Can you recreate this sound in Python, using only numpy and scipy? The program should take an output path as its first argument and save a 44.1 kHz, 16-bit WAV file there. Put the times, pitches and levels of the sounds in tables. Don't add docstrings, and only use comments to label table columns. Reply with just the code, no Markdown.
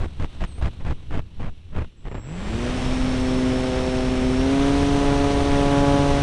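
import sys
import numpy as np
from scipy import signal
from scipy.fft import rfft, irfft, next_fast_len
from scipy.io import wavfile
from scipy.ndimage import map_coordinates

SR = 44100
rng = np.random.default_rng(int(sys.argv[2]) if len(sys.argv) > 2 else 0)


def dump(signal):
    limited = np.clip(np.atleast_2d(signal).T, -1, 1)
    pcm = np.round(limited * 32767).astype(np.int16)
    wavfile.write(sys.argv[1], SR, pcm)


N = 274390
TIME = np.arange(N) / SR

# start in seconds, time to settle in seconds, speed gained in turns per second.
THROTTLE_OPENINGS = [(2.065, .915, 128), (4.35, .62, 13.05)]
# time in seconds, blade tone in dB,
# even overtones in dB, odd overtones of the unequal blades in dB.
BLADE_LEVELS = [(2.33, -22, -35, -42), (2.5, -31.5, -42, -27.5), (2.67, -29, -29, -29),
                (2.82, -31.5, -43, -34), (3.0, -24, -36, -37), (3.27, -24.5, -32, -26),
                (3.47, -21, -31, -26), (3.75, -29, -23.5, -24), (4.2, -23, -31, -24),
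                (4.5, -21, -30.5, -24.5), (4.87, -23.5, -35, -24.5), (5.08, -23.5, -27.5, -23.5),
                (5.45, -26, -28.5, -24), (5.86, -22.5, -21.5, -24), (6.2, -27, -26.5, -25)]
# multiple of the shaft speed, relative level in dB.
TURN_HARMONICS = [(2, 2), (3, -4), (4, -3.5), (5, -7), (6, -9), (7, -12.5), (8, -15), (9, -20), (10, -23.5),
                  (11, -23), (12, -26), (13, -29.5), (14, -39)]
# time in seconds, level in dB.
SHAKE_LEVELS = [(2.6, -35.5), (4.5, -34), (5.15, -30.5), (5.4, -37.5), (5.7, -26.5), (6.22, -24.5)]
# start in seconds, length in seconds, relative level in dB.
BLADE_WAKES = [(.003, .057, -31), (0.198, .06, -33), (0.407, 0.043, -29.5), (.577, .02, -47),
               (0.614, 0.067, -30), (0.801, 0.024, -45), (0.849, 0.077, -31.5), (1.108, 0.093, -33.5),
               (1.394, 0.1, -36.5), (1.726, 0.011, -41.5), (1.747, 0.081, -35), (1.844, 0.0044, -36.5),
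               (2.053, 0.031, -37), (2.115, .013, -33.5), (2.146, .012, -32.5), (2.169, 0.029, -40)]
# time in seconds, level in dB.
GLIDE_LEVELS = [(0, -50), (.75, -52), (1.3, -59), (1.95, -65)]
# start in seconds, length in seconds, unloaded whine in Hz, whine level in dB.
SERVO_MOVES = [(.47, .135, 8850, -60), (2.1, .09, 5800, -72), (2.19, .1, 5850, -68.5)]
# frequency in Hz, level in dB.
ELECTRONIC_WHISTLES = [(5599, -83), (7402, -86.5), (9598, -96)]
# frequency in Hz, relative density in dB per Hz.
WAKE_SPECTRUM = [(15, -4), (60, 1.5), (120, -5.5), (250, -13.5), (400, -16.5), (1000, -24), (2000, -30),
                 (2900, -34), (4500, -45), (6000, -48.5), (9000, -53.5), (11000, -76)]
# frequency in Hz, relative density in dB per Hz.
RUSH_SPECTRUM = [(60, 2), (150, 1.5), (300, -3), (500, -6.5), (1000, -11.5), (1600, -14.5), (2600, -15.5),
                 (3700, -17), (4800, -22), (6000, -20.5), (7300, -28), (8700, -26), (10000, -32.5),
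                 (12000, -53.5)]
# frequency in Hz, relative density in dB per Hz.
BUFFET_SPECTRUM = [(10, -2), (25, 8), (50, 2), (100, -3), (180, -19), (400, -50), (1500, -76)]
# frequency in Hz, relative density in dB per Hz.
GLIDE_SPECTRUM = [(100, 5), (250, 7), (500, -1), (1000, -2.5), (1900, -9.5), (2900, -10.5), (3900, -5.5),
                  (4900, -18.5), (6000, -17.5), (7000, -24), (8400, -17.5), (10000, -32), (12000, -43)]
# frequency in Hz, relative density in dB per Hz.
SWIRL_SPECTRUM = [(12, 3.5), (45, -4.5), (80, 1.5), (120, -8), (200, -15), (400, -26), (1500, -66)]
# frequency in Hz, relative density in dB per Hz.
SIGH_SPECTRUM = [(1000, -14.5), (2100, -8.5), (2850, -0.5), (3300, -4.5), (3900, -6.5), (4800, -17),
                 (6000, -15), (7000, -24.5), (10000, -23), (12000, -45)]

HUM_POWER = 2.6
RUSH_DB, RUSH_POWER, BUFFET_DB, BUFFET_POWER = -30, 2.66, -24.5, 2.4
SWITCHING_HZ, SWITCH_ON_S, SWITCHING_DB, IDLE_DUTY = 7651.5, 1.968, -48, .055
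CASING_HZ, CASING_WIDTH_HZ, COIL_DB = 5456, 290, -47.5
TOP_HZ = 12200


def shaft_speed():
    turns_per_second = np.zeros(N)
    for start, settle, gained_hz in THROTTLE_OPENINGS:
        turns_per_second += gained_hz * (1 - (1 - ramp(start, settle)) ** 3)
    return turns_per_second


def propeller(angle, speed, lean=0.57, skew=1.0, wobble=0.017, flutter_db=0.58, blunt_db=26, sharpen=.3):
    tone_db, even_db, odd_db = curves(BLADE_LEVELS)
    shake_db, = curves(SHAKE_LEVELS)
    angle = angle + wobble * walk(90)
    edge_db = 0.25 * walk(25)
    pressure = undb(shake_db) * np.cos(angle + lean)
    for multiple, order_db in TURN_HARMONICS:
        k = round(multiple)
        odd = k % 2
        if odd:
            follows_even = sharpen if k > 3 else 0
        else:
            follows_even = 1
        overtone_db = odd_db + follows_even * (even_db - odd_db) + edge_db
        overtone_db -= blunt_db * (1 - speed) * np.clip(k - 4, 0, 4)
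        level_db = order_db + (overtone_db if k > 2 else tone_db)
        pressure += undb(level_db) * np.cos(k * angle + lean + odd * skew)
    flutter = undb(flutter_db * walk(70))
    return np.sqrt(2) * pressure * speed ** HUM_POWER * flutter


def slipstream(angle, speed, lead=0.96, chop_db=3.0, slow_chop_db=3, rush_db=2.5, smooth_db=-3,
               eddy_hz=4000, eddy_share=0.65, treble_hz=3300, treble_power=1.5):
    depth_db = chop_db + slow_chop_db * (1 - speed)
    gate = undb(depth_db * np.cos(2 * (angle + lead))) * (speed > 0)
    chopped = colour(gate * eddies(rate=490, spread_db=1.0), RUSH_SPECTRUM)
    chopped = darken(chopped, eddy_hz, eddy_share)
    wash = colour(rng.standard_normal(N), RUSH_SPECTRUM)
    rush = undb(rush_db) * chopped + undb(smooth_db) * wash
    rush = darken(rush, treble_hz, speed ** treble_power)
    buffet = colour(eddies(rate=14, spread_db=1.0), BUFFET_SPECTRUM)
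    return undb(RUSH_DB) * speed ** RUSH_POWER * rush + undb(BUFFET_DB) * speed ** BUFFET_POWER * buffet


def windmill(attack_s=0.002, release_s=0.0043, crown_db=3, fringe_s=0.039, fringe_db=-20,
             skirt_s=0.06, skirt_db=-30, wake_db=8.5, swing_db=13.5, swing_width=0.61,
             push_power=0.56, fine_hz=3500, fine_follow=0.36):
    wake, skirt, swing = np.zeros((3, N))
    longest = max(length for _, length, _ in BLADE_WAKES)
    for start, length, db in BLADE_WAKES:
        offset = TIME - start - length / 2
        across = offset / length
        beyond = np.maximum(np.abs(offset) - length / 2, 0)
        edge = np.exp(-beyond / np.where(offset < 0, attack_s, release_s))
        core = edge * undb(-crown_db * np.minimum((2 * across) ** 2, 1))
        fringe = undb(fringe_db) * np.exp(-beyond / fringe_s) * (offset < 0)
        wake += undb(db) * np.maximum(core, fringe)
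        push = undb(db) * (length / longest) ** push_power
        skirt = np.maximum(skirt, push * np.exp(-beyond / skirt_s))
        swing += push * np.sin(2 * np.pi * across) * np.exp(-(across / swing_width) ** 2 / 2)
    bursts = kicks(rate=4500, spread_db=3.8) * undb(3.2 * walk(400))
    tearing = colour(wake * bursts, WAKE_SPECTRUM) * np.sqrt(np.mean(wake ** 2))
    air_db, = curves(GLIDE_LEVELS)
    tearing = darken(tearing, fine_hz, undb(fine_follow * (air_db - air_db[0])))
    swirl = skirt / skirt.max() * colour(rng.standard_normal(N), SWIRL_SPECTRUM)
    return undb(wake_db) * tearing + undb(swing_db) * swing + undb(skirt_db) * swirl


def motor(angle, speed, shaft_hz, release_s=.25):
    commutations = 42
    duty = np.clip(speed, IDLE_DUTY, 1)
    chopping = (TIME > SWITCH_ON_S) * (1 - ramp(THROTTLE_OPENINGS[-1][0], release_s))
    ripple = chopping * duty * np.sqrt(1 - duty)
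    switching = undb(SWITCHING_DB) * ripple * np.sin(2 * np.pi * SWITCHING_HZ * TIME)
    switching *= 1 + .14 * np.cos(4 * angle)
    casing = 1 / (1 + (2 * (commutations * shaft_hz - CASING_HZ) / CASING_WIDTH_HZ) ** 2)
    coil_level = speed * casing * undb(COIL_DB + 1.3 * walk(40))
    coils = coil_level * np.sin(commutations * angle + 0.32 * walk(55))
    return np.sqrt(2) * (switching + coils)


def servo(waver_hz=70, gear_db=-9, sag=0.077, heaviest=.42, fade_s=0.0056):
    out = np.zeros(N)
    waver = waver_hz * (walk(700) + walk(90))
    rattle = walk(300)
    for start, length, hz, db in SERVO_MOVES:
        load = np.interp(ramp(start, length), [0, heaviest, 1], [0, 1, 0])
        phase = 2 * np.pi * np.cumsum(hz * (1 - sag * load) + waver) / SR
        running = ramp(start, fade_s) - ramp(start + length - fade_s, fade_s)
        gear = undb(gear_db) * rattle * np.sin(phase / 2)
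        out += undb(db) * running * (np.sin(phase) + gear)
    return np.sqrt(2) * out


def glide(rumble_db=-40, sigh_db=-58, follow=0.37):
    db, = curves(GLIDE_LEVELS)
    hiss = colour(eddies(rate=120, spread_db=1.9), GLIDE_SPECTRUM)
    sigh = colour(eddies(rate=13, spread_db=2.0), SIGH_SPECTRUM)
    rumble = colour(eddies(rate=60, spread_db=2.0), SWIRL_SPECTRUM)
    lingering = undb(follow * (db - db[0]))
    return undb(db) * hiss + lingering * (undb(sigh_db) * sigh + undb(rumble_db) * rumble)


def electronics():
    return np.sqrt(2) * sum(undb(db) * np.sin(2 * np.pi * hz * TIME) for hz, db in ELECTRONIC_WHISTLES)


def eddies(rate, spread_db):
    return unit(rng.standard_normal(N) * undb(spread_db * walk(rate)))


def kicks(rate, spread_db):
    struck = rng.random(N) < rate / SR
    return struck * rng.choice([-1, 1], N) * undb(spread_db * rng.standard_normal(N))


def walk(rate):
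    knots = rng.standard_normal(N // 8)
    return unit(map_coordinates(knots, [TIME * rate], order=3, mode="wrap"))


def colour(x, points):
    hz, db = np.transpose(points)
    size = next_fast_len(N + SR // 2)
    size += size % 2
    freq = np.maximum(np.arange(size // 2 + 1) * SR / size, 1)
    gain = undb(np.interp(np.log(freq), np.log(hz), db))
    cepstrum = irfft(np.log(gain))
    cepstrum[1:size // 2] *= 2
    cepstrum[size // 2 + 1:] = 0
    response = np.exp(rfft(cepstrum))
    return unit(irfft(rfft(x, size) * response)[:N])


def darken(x, hz, share):
    dull = signal.sosfiltfilt(signal.butter(2, hz, fs=SR, output="sos"), x)
    return dull + share * (x - dull)


def curves(table):
    s, *columns = np.transpose(table)
    return [np.interp(TIME, s, column) for column in columns]


def ramp(start, length):
    return np.clip((TIME - start) / length, 0, 1)


def undb(db):
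    return 10 ** (np.asarray(db) / 20)


def unit(x):
    return x / np.sqrt(np.mean(x ** 2))


def scene():
    shaft_hz = shaft_speed()
    angle = 2 * np.pi * np.cumsum(shaft_hz) / SR
    speed = shaft_hz / shaft_hz.max()
    blades = propeller(angle, speed) + slipstream(angle, speed) + windmill()
    machinery = motor(angle, speed, shaft_hz) + servo()
    background = glide() + electronics()
    return (blades + machinery + background)[None]


def record(dry):
    return signal.sosfilt(signal.ellip(10, .2, 80, TOP_HZ, fs=SR, output="sos"), dry)


dry = scene()
out = record(dry)
dump(out)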